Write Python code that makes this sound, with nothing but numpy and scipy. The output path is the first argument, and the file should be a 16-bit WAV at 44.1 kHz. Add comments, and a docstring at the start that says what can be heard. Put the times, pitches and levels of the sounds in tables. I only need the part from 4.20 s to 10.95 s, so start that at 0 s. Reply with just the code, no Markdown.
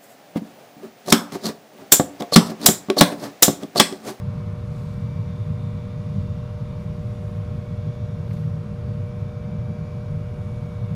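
"""Inside a cab: a six-cylinder diesel loader idles near 800 rpm; crank orders and a nine-piston pump hum throughout.
From the start shaken panels boom at an uneven level in the cab's air modes, under firing-pulsed clatter;
a brushed blower motor whines on its own drifting speed beside steady electric tones. A hiss swishes at 0.5 s,
then a panel buzzes in spells. Near 4.1 s the idle sags about 10 rpm, one firing harmonic swells, dull ticks fall
and the brightest swish passes; by 5 s the idle is back, and soft swishes and buzzes run to the end."""
import sys
import numpy as np
from scipy import signal
from scipy.fft import rfft, irfft, next_fast_len
from scipy.io import wavfile
from scipy.ndimage import uniform_filter1d, map_coordinates

SR = 44100
rng = np.random.default_rng(int(sys.argv[2]) if len(sys.argv) > 2 else 0)


def to_wav(sig):
    """Store sig (one row per channel, or 1-D mono) as 16-bit WAV at the path in sys.argv[1].

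    Samples outside -1..1 are clipped; the rate is SR.
    """
    pcm = np.clip(np.atleast_2d(sig), -1, 1) * 32767
    pcm = np.round(pcm).astype(np.int16)
    wavfile.write(sys.argv[1], SR, pcm.T)  # frames by channels


def nominal_scale(level):
    """Amplitude ratio for a level in decibels (scalar or array-like)."""
    x = np.asarray(level, float) / 20
    return 10 ** x


N = 297673
T = np.arange(N) / SR  # time in seconds

# short dull ticks: start_s, level_db
TICK_HITS = [(4.094, -55), (4.11, -45.5), (4.17, -50), (4.236, -52)]
# swishes of bright hiss, as of cloth or a hand brushing near the phone; rise and fall each span 20 dB:
# peak_s, level_db, rise_s, hold_s, fall_s
SWISHES = [(.55, -62.5, .2, .17, .5), (1.95, -73, .35, .01, .3), (2.61, -70, .07, .005, .1),
           (3.05, -73, .9, .3, .4), (4.12, -61, .1, .03, .3), (4.87, -75, .05, .005, .05),
           (6.35, -72, .6, .02, .9), (6.73, -67, .12, .05, .2)]
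# colour of that hiss: pitch_hz, relative density_db per Hz
HISS_COLOUR = [(600, -4), (1500, 2), (3000, -1), (6000, -5), (10000, -8), (14200, -11), (15400, -15)]
# spells of a buzzing panel: centre_s, half_length_s, level_db
BUZZ_SPELLS = [(.85, .25, -69), (1.2, 0.37, -68), (1.55, .3, -66), (1.95, 0.47, -67.5), (2.45, .2, -67.5),
               (3.0, 0.68, -74), (3.8, 0.48, -71), (5.1, 0.55, -73), (6.3, .25, -75), (6.6, 0.27, -68)]
# tones that ignore the crank, as of electric motors: pitch_hz, level_db (rms)
ELECTRIC_TONES = [(100.3, -36), (200.5, -46), (300.8, -71), (753.5, -67), (2482, -76), (9598, -97),
                  (15032, -103)]
# blower whine over time: time_s, bar_rate_hz of the commutator, level_db (rms) of its strongest harmonic, the 2nd
BLOWER_WHINE = [(0, 1134, -66), (.3, 1137, -68), (.6, 1148, -68), (.92, 1156.5, -61), (1.3, 1151, -70),
                (1.6, 1145, -64), (2.2, 1158.5, -75), (2.6, 1151.5, -63.5), (2.9, 1145, -79),
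                (3.3, 1132.5, -70), (3.5, 1130.5, -65.5), (3.9, 1133, -66), (4.15, 1130, -72),
                (4.5, 1135.5, -71), (4.7, 1144, -72), (4.9, 1152, -63.5), (5.5, 1157, -63),
                (5.75, 1153.5, -62), (6.1, 1141, -65), (6.3, 1135.5, -61.5), (6.75, 1130, -63)]
# weaker tones of the blower: order of the shaft speed, level_db (rms)
BLOWER_SHAFT = [(19, -71), (20, -72), (43, -84), (49, -86), (69, -89), (81, -84), (83, -93), (91, -91),
                (99, -88), (101, -89), (107, -95), (108, -95), (109, -94), (113, -96), (117, -94),
                (119, -95), (120, -93), (121, -94), (122, -97), (133, -100), (140, -100), (159, -100),
                (164, -101), (172, -100), (173, -101), (175, -101), (177, -100), (179, -101), (186, -103),
                (200, -105)]
# higher harmonics of the bar rate: harmonic number
BAR_HARMONICS = 3, 4, 5, 8, 9
# their usual levels, in the same sequence: level_db (rms)
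BAR_LEVELS = [-81, -83.5, -83, -94, -93]
# moments when one of them swells as the phone moves, a table for each: centre_s, half_length_s, rise_db
BAR_SWELLS = [
    [(.2, .25, 7.5), (1.6, 0.27, 11), (3.6, 1, 8.5), (6.3, .15, 0)],
    [(.15, .2, 9), (.95, 0.49, 11), (1.95, .35, 8), (2.8, .3, 8), (3.7, .15, 6), (4.7, .15, 13),
     (5.6, 0.33, 8)],
    [(.95, .4, 8), (2.3, .15, 0), (2.9, .5, 6.5), (3.85, .3, 7), (4.3, .15, 7), (5.2, .6, 5)],
    [(.2, .3, 4), (1.2, .4, 9), (1.9, .2, 10), (3.7, .3, 3), (4.5, .15, 6), (5.4, .3, 7), (6.2, .3, 8)],
    [(.4, .4, 7), (1.4, .25, 10), (1.9, .2, 10), (2.55, .2, 7), (3.1, .4, 12), (3.9, .3, 10), (4.7, .3, 8),
     (5.5, .15, 6), (6.35, .55, 10)],
]
# colour of the clatter and fan air through the cab walls, low part: pitch_hz, relative density_db per Hz
CLATTER_LOW = [(240, -31), (275, -29.5), (315, -11.5), (400, -2.5), (460, -10.5), (520, -7), (575, -6),
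               (640, -11.5), (760, -10.5), (860, -18), (900, -9.5), (1000, -12.5), (1300, -14),
               (1560, -16.5), (1650, -18.5), (1800, -39.5)]
# the same, high part: pitch_hz, relative density_db per Hz
CLATTER_HIGH = [(1600, -17), (1750, -0.5), (2250, -0.5), (2550, -4.5), (2820, -2.5), (2960, -6), (3600, -5),
                (4400, -9), (5200, -10), (6000, -14), (6800, -13.5), (7300, -18.5), (10300, -20.5),
                (13700, -27), (14500, -24), (15400, -35)]
# clatter levels as the phone turns: time_s, low_db, extra_db round 1 kHz, high_db
CLATTER_LEVELS = [(0, -50.5, 4.5, -58), (1.2, -52, 5.5, -58), (3, -49.5, 1.1, -58), (4, -48.5, -2.5, -59),
                  (5, -49, -0.8, -59.5), (6.75, -49, 1.5, -58.5)]
# reflections off glass and panels: extra_path_ms (mean), level_db against the direct sound
REFLECTIONS = [(2.3, -17), (4.1, -16), (6.7, -16), (9.4, -17), (13.9, -17)]
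# air modes of the cab: pitch_hz, width_hz (about 3 dB down), relative level_db
CAB_MODES = [(43.3, 54, -14.5), (73.3, 40, -10.5), (99.8, 17.4, -5.5), (116.2, 19.3, -3.5),
             (153.4, 11.2, -1), (179, 9.1, -12), (192.4, 18, -7.5), (213.7, 5.9, -14), (250.6, 17, -19.5)]
# slow and quick level changes of the boom noise: centre_s, half_length_s, lower_modes_db, upper_modes_db
BOOM_LEVEL = [(0.103, 0.42, 1, 1.5), (0.678, 0.052, -9, 0), (0.91, 0.22, 3, 5.5), (1.217, 0.11, -1, -4),
              (1.305, 0.073, 4, 5.5), (1.835, 0.12, -3, 1), (1.99, 0.14, 5, 4), (2.272, 0.072, -7, -1),
              (2.385, .08, 2.5, -4.5), (2.778, .08, -8, 2.5), (2.988, 0.08, -11, 3), (3.298, 0.071, 9, -5),
              (3.567, 0.056, 2, -6), (4.248, 0.26, 1, -1), (4.57, 0.027, -5, -8), (5.154, .2, 2.5, -0.5),
              (5.314, 0.12, -12, 4.5), (5.47, 0.092, 3.5, 4), (5.614, 0.082, -7, 2), (6.645, 0.049, 5, -2),
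              (6.74, 0.062, -1.5, 5)]
# engine speed and pump hum over time: time_s, speed_rpm, level_db (rms) of the 4th, 5th, 6th piston-rate harmonic
ENGINE_AND_PUMP = [(0, 799.3, -47.5, -48.7, -72), (1.0, 800.2, -47.7, -49.8, -70),
                   (2.0, 800, -46.8, -47.3, -73), (2.5, 800.4, -47.8, -47.3, -72),
                   (3.0, 799.8, -46, -46.1, -68), (3.85, 799.8, -46, -47, -66),
                   (4.08, 789.5, -46, -48.4, -66), (4.3, 789.8, -46.9, -48.6, -66),
                   (4.5, 793, -46.6, -49, -66), (4.7, 798, -44.9, -46.2, -65),
                   (5.0, 802, -45.3, -46.6, -64), (5.6, 799.8, -46.2, -46.1, -64),
                   (6.75, 800.3, -46, -47.9, -63)]
# engine tones: order of the crank speed
CRANK_ORDERS = [3, 6, 9, 10, 18, 27, 33, 34, 37, 42, 43, 77, 79, 81, 84, 87, 90, 96, 129]
# their levels, in the same sequence: level_db (rms)
CRANK_LEVELS = [-58, -43, -41, -46, -53, -60, -70, -69, -66, -63, -67, -73, -66.5, -64, -75, -73, -71, -70,
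                -81]


def columns(table):
    """Each column after the time, drawn as a curve with one value a sample."""
    times_s, *values = np.transpose(table)
    return [np.interp(T, times_s, value) for value in values]


def unit(x):
    """Scales a signal to rms 1."""
    return x / np.sqrt(np.mean(x ** 2))


def walk(rate_hz):
    """Smooth random drift with about this many turns a second, rms 1."""
    size = int(SR / rate_hz)
    steps = np.repeat(rng.standard_normal(N // size + 1), size)[:N]
    return unit(uniform_filter1d(uniform_filter1d(steps, size), size))


def hump(centre_s, half_s):
    """A smooth rise from 0 to 1 and back around a moment."""
    return np.cos(np.pi / 2 * np.clip((T - centre_s) / half_s, -1, 1)) ** 2


def shaped(gain):
    """White noise filtered by a gain given as a function of frequency."""
    size = next_fast_len(N)
    hz = np.maximum(np.fft.rfftfreq(size, 1 / SR), 1)
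    return irfft(rfft(rng.standard_normal(size)) * gain(hz), size)[:N]


def coloured(points, flicker_db):
    """Noise following a spectrum, in overlapping bands half an octave apart that each flicker alone."""
    hz, db = np.transpose(points)

    def spectrum(f):
        return nominal_scale(np.interp(np.log(f), np.log(hz), db, left=-200, right=-200))

    first, last = np.floor(2 * np.log2(hz[0])), 2 * np.log2(hz[-1]) + 1
    out = 0
    for middle in np.arange(first, last):  # counted in half octaves
        band = shaped(lambda f: spectrum(f) * np.cos(np.pi / 2 * np.clip(2 * np.log2(f) - middle, -1, 1)))
        out = out + band * nominal_scale(flicker_db * walk(3.89))
    return unit(out)


def tone(turns, db, wobble_db):
    """A sine on a count of turns, at an rms level that wanders by wobble_db."""
    level = np.sqrt(2) * nominal_scale(db + wobble_db * walk(2.527))
    return level * np.sin(2 * np.pi * (turns + rng.random()))


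def ticks():
    """Short decaying bursts of mid-band noise, as of plastic settling."""
    centre_hz, width_hz, decay_s = 1900, 900, 0.0064
    band = unit(shaped(lambda f: 1 / (1 + ((f - centre_hz) / width_hz) ** 2)))
    bursts = sum(nominal_scale(db) * (T >= s) * np.exp(-np.maximum(T - s, 0) / decay_s) for s, db in TICK_HITS)
    return band * bursts


def hiss():
    """Coloured noise: a quiet steady floor, and grainy swishes that rise and fall straight in dB."""
    swish = 0
    for peak_s, db, rise_s, hold_s, fall_s in SWISHES:
        before = (peak_s - T) / rise_s
        after = (T - peak_s - hold_s) / fall_s
        swish = swish + nominal_scale(db - 20 * np.maximum(np.maximum(before, after), 0))
    grain = unit(nominal_scale(1.9 * walk(200)))  # fast flutter in dB
    return (nominal_scale(-86.5) + swish * grain) * coloured(HISS_COLOUR, flicker_db=3.0)


def panel_buzz():
    """A loose panel as a narrow band of noise, fluttering in spells."""
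    band = unit(shaped(lambda f: 1 / (1 + ((f - 3620) / 130) ** 2)))
    spells = sum(nominal_scale(db) * hump(s, half_s) for s, half_s, db in BUZZ_SPELLS)
    return spells * nominal_scale(2.1 * walk(16)) * band


def electric():
    """Sines of fixed pitch, free of the crank, with levels that wander."""
    return sum(tone(hz * T, db, wobble_db=2.5) for hz, db in ELECTRIC_TONES)


def blower():
    """A brushed motor: strong bar harmonics, and weaker shaft orders because no two bars are alike."""
    bars_per_turn = 20
    bar_hz, second_db = columns(BLOWER_WHINE)
    bars = np.cumsum(bar_hz * (1 + .0002 * walk(25))) / SR  # bars passed, with a slight speed jitter
    out = tone(2 * bars, second_db, wobble_db=0)
    for harmonic, db, swells in zip(BAR_HARMONICS, BAR_LEVELS, BAR_SWELLS):
        swell_db = sum(rise_db * hump(s, half_s) for s, half_s, rise_db in swells)
        out = out + tone(harmonic * bars, db + swell_db, wobble_db=1.5)
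    shaft = sum(tone(order / bars_per_turn * bars, db, wobble_db=4) for order, db in BLOWER_SHAFT)
    return out + shaft


def reflect(x):
    """Glass and panels close by; the paths drift as the hand moves, so narrow peaks come and go."""
    out = x
    for path_ms, db in REFLECTIONS:
        lag = (path_ms + .12 * walk(.8)) * SR / 1000  # in samples
        out = out + nominal_scale(db) * map_coordinates(x, [np.arange(N) - lag], order=3, mode="wrap")
    return unit(out)


def clatter(crank):
    """Broad noise that pulses a little with each firing, three a turn."""
    puff = np.exp(-(3 * crank % 1) / .3)  # dies away over each firing interval
    low_db, middle_db, high_db = columns(CLATTER_LEVELS)
    low = coloured(CLATTER_LOW, flicker_db=0.47) * unit(1 + 0.29 * puff)
    middle = signal.lfilter(*signal.iirpeak(1080, 2.5, SR), low)
    high = coloured(CLATTER_HIGH, flicker_db=.5) * unit(1 + 0.13 * puff)
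    body = low + (nominal_scale(middle_db) - 1) * middle
    return nominal_scale(low_db) * body + nominal_scale(high_db) * reflect(high)


def boom():
    """Random shaking rings each air mode of the cab; steep skirts keep the valleys dark."""
    low_change_db = sum(db * hump(s, half_s) for s, half_s, db, _ in BOOM_LEVEL)
    high_change_db = sum(db * hump(s, half_s) for s, half_s, _, db in BOOM_LEVEL)
    deep_db = -31 + 0.23 * low_change_db + 1.1 * walk(4.93)  # the chassis rocks in uneven lumps
    low_db = -30.5 + low_change_db
    high_db = -34 + high_change_db
    out = 0
    for hz, width_hz, db in CAB_MODES:
        ring = unit(shaped(lambda f: 1 / (1 + ((f - hz * hz / f) / (1.45 * width_hz)) ** 2)))
        group_db = deep_db if hz < 85 else low_db if hz < 136 else high_db
        out = out + nominal_scale(db + group_db) * ring
    return out


def pump(crank, levels_db):
    """A nine-piston pump on the shaft: three harmonics of its piston rate."""
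    pistons = 9
    return sum(tone(k * pistons * crank, db, wobble_db=0) for k, db in zip((4, 5, 6), levels_db))


def laboured(crank, rpm):
    """The fourth firing harmonic, crank order 12, grows as the load pulls the idle down near a cab mode."""
    idle_rpm, idle_db, db_per_rpm = 800, -48, 1.55
    sag_rpm = np.clip(idle_rpm - rpm, 0, 12)
    return tone(12 * crank, idle_db + db_per_rpm * sag_rpm, wobble_db=1.5)


def engine(crank):
    """Firing and rotation as sines on whole orders of the crank."""
    return sum(tone(order * crank, db, wobble_db=.9) for order, db in zip(CRANK_ORDERS, CRANK_LEVELS))


def scene():
    """Everything sums in the small cab, the engine parts sharing one crank."""
    rpm, *pump_db = columns(ENGINE_AND_PUMP)
    crank = np.cumsum(rpm) / 60 / SR  # turns of the crank so far
    background = ticks() + hiss() + panel_buzz() + electric() + blower()
    shaken = clatter(crank) + boom()
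    machine = pump(crank, pump_db) + laboured(crank, rpm) + engine(crank)
    return (background + shaken + machine)[None]  # one channel


def roll_off(x):
    """The treble ends steeply here."""
    return signal.sosfilt(signal.butter(12, 15180, fs=SR, output="sos"), x)


def record(dry):
    """The phone takes the finished mix as it stands."""
    return roll_off(dry)


dry = scene()
out = record(dry)
to_wav(out)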